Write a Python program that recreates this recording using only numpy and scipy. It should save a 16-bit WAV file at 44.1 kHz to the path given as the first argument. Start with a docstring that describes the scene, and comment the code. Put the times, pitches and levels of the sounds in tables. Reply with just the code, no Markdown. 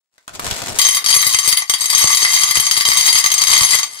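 """Hard candies into a glass dish

A plastic bag crackles and bumps close to the microphones as hard candies slide and roll to its mouth.
They drop into a glass dish, ring it, bounce and click together; the growing heap damps the ring.
The table knocks faintly, and short, dry low thuds sit under some of the drops. A small room answers,
and the loudest hits are limited and clipped."""
import sys
import numpy as np
from scipy import signal
from scipy.fft import rfft, irfft, next_fast_len
from scipy.io import wavfile
from scipy.ndimage import uniform_filter1d

SR = 44100
rng = np.random.default_rng(int(sys.argv[2]) if len(sys.argv) > 2 else 0)


def wrap_up_sound(samples):
    """Save the sound to the file named by the first command line argument, as 16-bit audio."""
    columns = np.atleast_2d(samples).T
    # keep every value between -1 and 1, then stretch to whole-number steps
    tamed = np.clip(columns, -1, 1)
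    steps = np.round(tamed * 32767).astype(np.int16)
    wavfile.write(sys.argv[1], SR, steps)


N = 176400

# swells of the bag's rustle (time [s], level [dB])
RUSTLE_LEVEL = [(.11, -88), (.14, -65), (.265, -65), (.285, -53), (.325, -51), (0.353, -27.5), (.385, -51),
                (0.442, -25), (.53, -29.5), (.6, -29), (.68, -26.5), (.79, -29.5), (1.65, -59), (3.5, -38),
                (4, -46)]
# tone of the plastic film (frequency [Hz], relative level [dB])
FILM_TONE = [(100, -12), (700, 0.5), (1500, -2), (2500, -4.5), (7700, -2), (15500, -18.5)]
# single snaps of the film (time [s], level [dB], resonance [Hz])
FILM_SNAPS = [(0.1807, -40.5, 1690), (0.279, -21.5, 1310), (.293, -29, 1400), (0.395, -14.5, 1280),
              (0.3985, -19.5, 12400), (.466, -11.5, 1300), (0.5113, -9.5, 2930), (0.633, -31, 1400)]
# candies rolling to the bag's mouth (time [s], level [dB])
ROLL_LEVEL = [(.3, -51), (.46, -33.5), (.6, -41), (.635, -30), (.655, -47), (.685, -29.5), (.79, -40),
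              (1.0, -63)]
# tone of the bag's cavity (frequency [Hz], relative level [dB])
HOLLOW_TONE = [(25, 3), (90, 8.5), (380, -0.5), (690, 5.5), (1100, -13.5), (3000, -35)]
# dull bumps from handling the bag (time [s], level [dB])
BAG_BUMPS = [(0.464, -30), (0.521, -28), (2.582, -28), (3.148, -31), (3.501, -23), (3.613, -21.5)]
# candies striking the dish (time [s], strength [dB], brightness [dB/octave])
CANDY_DROPS = [(0.7877, -7.5, 2.5), (0.8158, -0.5, -1), (0.8496, -3, -5), (0.8675, -1, -1),
               (0.8871, 0.5, -2), (0.9097, -5.5, -2.0), (0.9467, -6.0, 0), (0.9691, -8.5, -4),
               (1.0618, -3, -3.5), (1.104, -6, -1), (1.1453, -9.5, 3), (1.164, -3.5, 0.5),
               (1.2155, -4.5, 4), (1.2272, -5, -8.5), (1.2665, -5, 2.5), (1.3456, 0, -3), (1.3871, 0, 0),
               (1.4597, -21, -11), (1.4761, -7.5, 7), (1.4879, -5.5, 2.5), (1.5264, -4.5, -0.5),
               (1.5721, -7, 1), (1.6214, -19.0, -6), (1.6968, -1, -1), (1.7376, -3, -0.0),
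               (1.8083, -13, -3.5), (1.8157, -16.5, 1.5), (1.8578, -15.5, 1.5), (1.9013, -13.5, 6),
               (1.9499, -2, 1.0), (1.981, -3, 4), (2.0053, -12, 11), (2.0407, 2, -4.5), (2.073, -2.5, -2.5),
               (2.103, -8, -1), (2.1481, -2, -0.5), (2.1717, -2.5, -0.5), (2.2035, -30, 1),
               (2.2284, -3.5, 1), (2.2497, 0, -4), (2.3399, -8.5, 3), (2.364, -13.5, 8), (2.435, -5, 0),
               (2.5104, -7.5, 0), (2.555, -10, 2), (2.571, -5.5, -0.5), (2.5989, -8, 2), (2.6669, -10, 1),
               (2.7119, -3.5, -0.5), (2.7744, -7, 1.5), (2.8091, -2.5, -2), (2.8522, -5, -2),
               (2.8879, -6.5, -0.5), (2.9173, -2.5, -5), (2.9719, -4, 3), (3.0103, -4, 0.5),
               (3.0625, -7, 3), (3.0922, -9, -2.5), (3.1278, -5.5, 0.5), (3.1557, -4.5, -2.5),
               (3.1873, -9.5, 1), (3.241, -8, -2.5), (3.2611, -5, -0.5), (3.3025, -15.5, 0),
               (3.3174, -7, -0.5), (3.34, -10, 3.5), (3.38, -13, 1), (3.4175, -7.5, 0.5), (3.4382, -5.5, 3),
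               (3.4701, -9, 0.5), (3.483, -8, 2), (3.5032, -15, 5), (3.5358, -3, -0.5), (3.5674, -5.5, -2),
               (3.578, -5.5, 4), (3.6086, -3.5, -2), (3.632, -5, 0), (3.6486, -0.5, -1.5),
               (3.7081, -6, 2.5), (3.733, -9, 0), (3.7525, -2.5, -0.5), (3.7873, -8.5, -0.5),
               (3.8309, -12.5, -2)]
# modes of the empty dish (frequency [Hz], relative level [dB], t60 [s])
GLASS_MODES = [(1153, -6, .06), (2060, 2.5, .036), (3160, 1.5, .048), (3832, -2, .05), (4620, 4, .062),
               (5010, -1, .045), (5472, -13, .13), (5835, -7, .055), (6328, 9, .06), (6845, -9, .1),
               (7256, -10, .07), (7452, -5.5, .09), (8225, 2, .075), (8622, -12, .12), (9000, -13, .09),
               (10163, -16, .12), (10455, -4, .15), (10764, -8.5, .18), (10968, -11, .14), (11241, -6, .14),
               (12782, -9, .13), (13458, -11, .14), (13608, -13, .12), (14298, -12.5, .13),
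               (15325, -11.5, .1)]
# tone of a candy shell's crack (frequency [Hz], relative level [dB])
CRACK_TONE = [(600, -21), (950, 3.5), (1500, -11.5), (2000, 3), (2600, -3.5), (4600, 6.5), (7500, -7.5),
              (9600, -9.5), (12000, -49), (15500, -75)]
# stereo image of the dish (frequency [Hz], left minus right [dB])
DISH_PAN = [(1150, 5), (2056, 0), (3800, 2), (4620, 6), (6400, 3.5), (7450, 11), (11000, 14), (13000, 9)]
# average force of the small bounces (time [s], strength [dB])
BOUNCE_LEVEL = [(.79, -7), (.9, -13), (1.03, -25.5), (1.1, -11), (1.55, -18.5), (1.67, -40), (1.77, -24.5),
                (1.88, -26), (2.0, -9.5), (2.3, -15.5), (2.5, -22), (2.75, -20.5), (3.0, -11), (3.2, -16),
                (3.29, -34), (3.51, -9.5), (3.77, -16), (3.85, -36.5), (4, -36.5)]
# density of the small bounces (time [s], rate [1/s])
BOUNCE_DENSITY = [(.79, 80), (4, 190)]
# modes of the table (frequency [Hz], relative level [dB], t60 [s])
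TABLE_MODES = [(60, -7, 0.065), (144, -1, 0.047), (282, 0, 0.02), (570, 3, 0.012)]
# short, dry low thuds under some of the drops (time [s], strength [dB])
LOW_THUDS = [(1.164, -22.5), (1.2652, -21), (1.3447, -27), (1.4765, -25), (1.5254, -34), (2.042, -10),
             (2.2282, -29), (2.5715, -21.5), (2.7737, -30), (2.8853, -22.5), (3.7506, -23.5)]
# length of the room's tail (frequency [Hz], t60 [s])
ROOM_DECAY = [(100, 0.053), (1500, 0.18), (5000, 0.14), (15000, 0.04)]
# EQ on the room's tail (frequency [Hz], gain [dB])
ROOM_TONE = [(100, -6), (2000, 4), (15000, 1.5)]

BAG_PAN_DB, LOW_END_PAN_DB = 2.5, 12  # left minus right
LEFT_LEAD_S, SHARED_NOISE = 0.0002543, 0.28  # the left microphone is nearer
SNAP_T60_S, SNAP_PEAK_DB = .02, 9
CRINKLES_PER_S, CRINKLE_SPREAD_DB, CRINKLE_T60_S = 600, 4, .012
BUMP_HZ, BUMP_T60_S = 67.5, 0.13
RING_DB, STRIKE_SPREAD_DB = -5.5, 4
DETUNE_HZ, HEAP_DAMPING_PER_S = 11, 0.2  # candies lying on the glass shift and damp its modes
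SCATTER_DB, SCATTER_T60_S = -4, .035
CRACK_DB, CRACK_T60_S = -2, .04
DISH_LOW_CUT_HZ = 762  # the dish's rings and cracks are cut below this
BOUNCE_SPREAD_DB, BOUNCE_TILT_DB_PER_OCT = 2.5, -.7
TABLE_SEND_DB = -28
ROOM_SEND_DB, PREDELAY_S = -9, .003
LIMIT, CLIP, TOP_HZ = 1.4, 1.0, 15700
SMOOTH_S, RELEASE_DB_PER_S = .003, 100


def amp(db):
    """Decibels to gain."""
    return 10 ** (np.asarray(db) / 20)


def unit(x):
    """Scale to rms 1."""
    return x / np.sqrt(np.mean(x ** 2) + 1e-20)


def curve(points, hz):
    """Read (frequency, value) points on a log frequency axis."""
    knots, values = np.transpose(points)
    return np.interp(np.log(hz + 1), np.log(knots + 1), values)


def pan(db):
    """Left and right gains for a level difference."""
    return amp(np.array([db, -db]) / 2)


def filtered(x, response):
    """Shape x with a frequency response."""
    n = x.shape[-1]
    padded = next_fast_len(n + n // 8)
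    return irfft(rfft(x, padded) * response(np.fft.rfftfreq(padded, 1 / SR)), padded)[..., :n]


def noise(tone_db, pan_points, size=N):
    """Coloured stereo noise of rms 1, partly shared by the two sides."""
    white = rng.standard_normal((3, size))
    pair = np.sqrt(SHARED_NOISE) * white[0] + np.sqrt(1 - SHARED_NOISE) * white[1:]
    return unit(filtered(pair, lambda hz: amp(tone_db(hz)) * pan(curve(pan_points, hz))))


def fade(t60, size=8192):
    """A decay that loses 60 dB in t60 seconds."""
    return np.exp(-np.log(1000) * np.arange(size) / SR / t60)


def add(track, time, sound):
    """Mix a sound in at a time in seconds."""
    part = track[..., max(round(time * SR), 0):][..., :sound.shape[-1]]
    part += sound[..., :part.shape[-1]]


def impulses(times, heights):
    """One spike for each hit."""
    return np.bincount(np.clip(times * SR, 0, N).astype(int), heights, N + 1)


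def bursts(times, db, t60):
    """The envelope of many decaying bursts, summed in power."""
    power = signal.fftconvolve(impulses(times, amp(db) ** 2), fade(t60) ** 2)[:N]
    return np.sqrt(np.abs(power))


def bag_crackle(size=4096):
    """The film crinkles densely as the candies slide, with a few resonant snaps."""
    level = amp(np.interp(np.arange(N) / SR, *np.transpose(RUSTLE_LEVEL)))
    film = noise(lambda hz: curve(FILM_TONE, hz), [(1, BAG_PAN_DB)])
    snaps = np.zeros((2, N))
    for time, db, pitch in FILM_SNAPS:
        tone = lambda hz: curve(FILM_TONE, hz) + SNAP_PEAK_DB / (1 + (4 * (hz / pitch - 1)) ** 2)
        add(snaps, time, amp(db) * noise(tone, [(1, BAG_PAN_DB)], size) * fade(SNAP_T60_S, size))
    onsets = np.flatnonzero(rng.random(N) < CRINKLES_PER_S / SR)
    crinkle_db = CRINKLE_SPREAD_DB * rng.standard_normal(N)[onsets]
    crinkles = unit(bursts(onsets / SR, crinkle_db, CRINKLE_T60_S))
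    return level * crinkles * film + snaps


def rolling():
    """Candies roll down the bag and stir its hollow."""
    db = np.interp(np.arange(N) / SR, *np.transpose(ROLL_LEVEL), left=-np.inf, right=-np.inf)
    return amp(db) * noise(lambda hz: curve(HOLLOW_TONE, hz), [(1, BAG_PAN_DB)])


def bag_bumps():
    """Soft low bumps as the bag is tipped and shaken."""
    tone = lambda hz: -20 * np.log10(1 + (hz / BUMP_HZ - BUMP_HZ / (hz + 1)) ** 2 / 2)
    return noise(tone, [(1, LOW_END_PAN_DB)]) * bursts(*np.transpose(BAG_BUMPS), BUMP_T60_S)


def dish_hits(contacts, heard, size=6144, stages=40):
    """Each contact cracks and rings its own mix of glass modes; the heap damps the high ones most."""
    hz, mode_db, t60 = np.transpose(GLASS_MODES)
    t, pitch_ratio = np.arange(size) / SR, hz / np.median(hz)
    stage_times = np.linspace(0, N / SR, stages)  # one set of modes per stage of filling
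    loaded_hz = hz + DETUNE_HZ * rng.standard_normal((stages, len(hz)))
    loaded_t60 = t60 / (1 + HEAP_DAMPING_PER_S * stage_times[:, None] * pitch_ratio)
    modes = np.sin(2 * np.pi * loaded_hz[..., None] * t) * fade(loaded_t60[..., None], size)
    jitter = rng.standard_normal((len(contacts), 3, len(hz)))
    echo_noise = rng.standard_normal((len(contacts), 2, size // 4))
    rings = np.zeros((2, N))
    for k in np.arange(len(contacts))[heard]:
        time, db, tilt = contacts[k]
        strike, polarity, drift = jitter[k]
        mix = amp(STRIKE_SPREAD_DB * strike + mode_db + tilt * np.log2(pitch_ratio))
        mix *= np.linalg.norm(amp(mode_db)) / np.linalg.norm(mix)  # new colour, same power
        mix = mix * np.sign(polarity) * pan(curve(DISH_PAN, hz) + 2 * drift)
        ring = mix @ modes[np.abs(stage_times - time).argmin()]
        add(rings, time, amp(db + RING_DB) * scattered(ring, echo_noise[k]))
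    times, db, _ = contacts[heard].T
    cracks = noise(lambda f: curve(CRACK_TONE, f), DISH_PAN) * bursts(times, db + CRACK_DB, CRACK_T60_S)
    low_cut = signal.butter(4, DISH_LOW_CUT_HZ, 'high', fs=SR, output='sos')
    return signal.sosfilt(low_cut, rings + cracks)


def scattered(ring, echo_noise):
    """Close echoes smear a ring; each side keeps its energy."""
    echoes = echo_noise * fade(SCATTER_T60_S, echo_noise.shape[-1])
    echoes *= amp(SCATTER_DB) / np.linalg.norm(echoes, axis=1, keepdims=True)
    echoes[:, 0] += 1  # the direct sound
    wet = signal.fftconvolve(ring, echoes, axes=1)
    return wet * np.linalg.norm(ring, axis=1, keepdims=True) / np.linalg.norm(wet, axis=1, keepdims=True)


def bounces(count=640):
    """Light contacts (time, strength, brightness) and which of them sound: more as the dish fills."""
    knots, rates = np.transpose(BOUNCE_DENSITY)
    span = knots[-1] - knots[0]
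    offset, chance = rng.random((count, 2)).T
    level_jitter, tilt_jitter = rng.standard_normal((count, 2)).T
    times = knots[0] + span * (np.arange(count) + offset) / count
    heard = chance < np.interp(times, knots, rates) * span / count
    db = np.interp(times, *np.transpose(BOUNCE_LEVEL)) + BOUNCE_SPREAD_DB * level_jitter
    return np.c_[times, db, BOUNCE_TILT_DB_PER_OCT + tilt_jitter], heard


def knocks_and_thuds(contacts, size=8192):
    """Every contact knocks the table a little; short, dry low thuds sit under some of the drops."""
    times, db = np.r_[contacts[:, :2] + [0, TABLE_SEND_DB], LOW_THUDS].T
    t = np.arange(size) / SR
    knock = sum((-1) ** k * amp(level) * np.sin(2 * np.pi * hz * t) * fade(t60, size)
                for k, (hz, level, t60) in enumerate(TABLE_MODES))
    return pan(LOW_END_PAN_DB)[:, None] * signal.fftconvolve(impulses(times, amp(db)), knock)[:N]


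def room(x, size=16384):
    """A short diffuse tail on each side; the mids hang on longest."""
    hz, t, spectrum = signal.stft(rng.standard_normal((2, size)), SR, nperseg=256)
    decay = np.exp(-np.log(1000) * t / curve(ROOM_DECAY, hz)[:, None])
    tail = signal.istft(spectrum * decay, SR, nperseg=256)[1]
    eq_and_delay = lambda f: amp(curve(ROOM_TONE, f)) * np.exp(-2j * np.pi * f * PREDELAY_S)
    tail = filtered(tail / np.linalg.norm(tail[0]), eq_and_delay)
    return signal.fftconvolve(x, tail, axes=1)[:, :N]


def scene():
    """Dish, table and bag sit close and to the left, with the room behind them."""
    drops = np.array(CANDY_DROPS)
    light, heard = bounces()
    close = dish_hits(drops, heard=slice(None)) + dish_hits(light, heard)
    close += knocks_and_thuds(np.r_[drops, light[heard]])
    close += bag_crackle() + rolling() + bag_bumps()
    left_first = lambda hz: np.exp(1j * np.pi * hz * LEFT_LEAD_S * np.array([[1], [-1]]))
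    return filtered(close, left_first) + amp(ROOM_SEND_DB) * room(close)


def record(dry):
    """A fast limiter, a hard clip on the remaining peaks, then a brick-wall high cut."""
    over_db = 20 * np.log10(np.maximum(np.abs(dry).max(0) / LIMIT, 1))
    release = RELEASE_DB_PER_S * np.arange(N) / SR
    held_db = np.maximum.accumulate(over_db + release) - release
    cut_db = uniform_filter1d(held_db, int(SMOOTH_S * SR))
    clipped = np.clip(dry * amp(-cut_db), -CLIP, CLIP)
    return filtered(clipped, lambda hz: hz < TOP_HZ)


dry = scene()
out = record(dry)
wrap_up_sound(out)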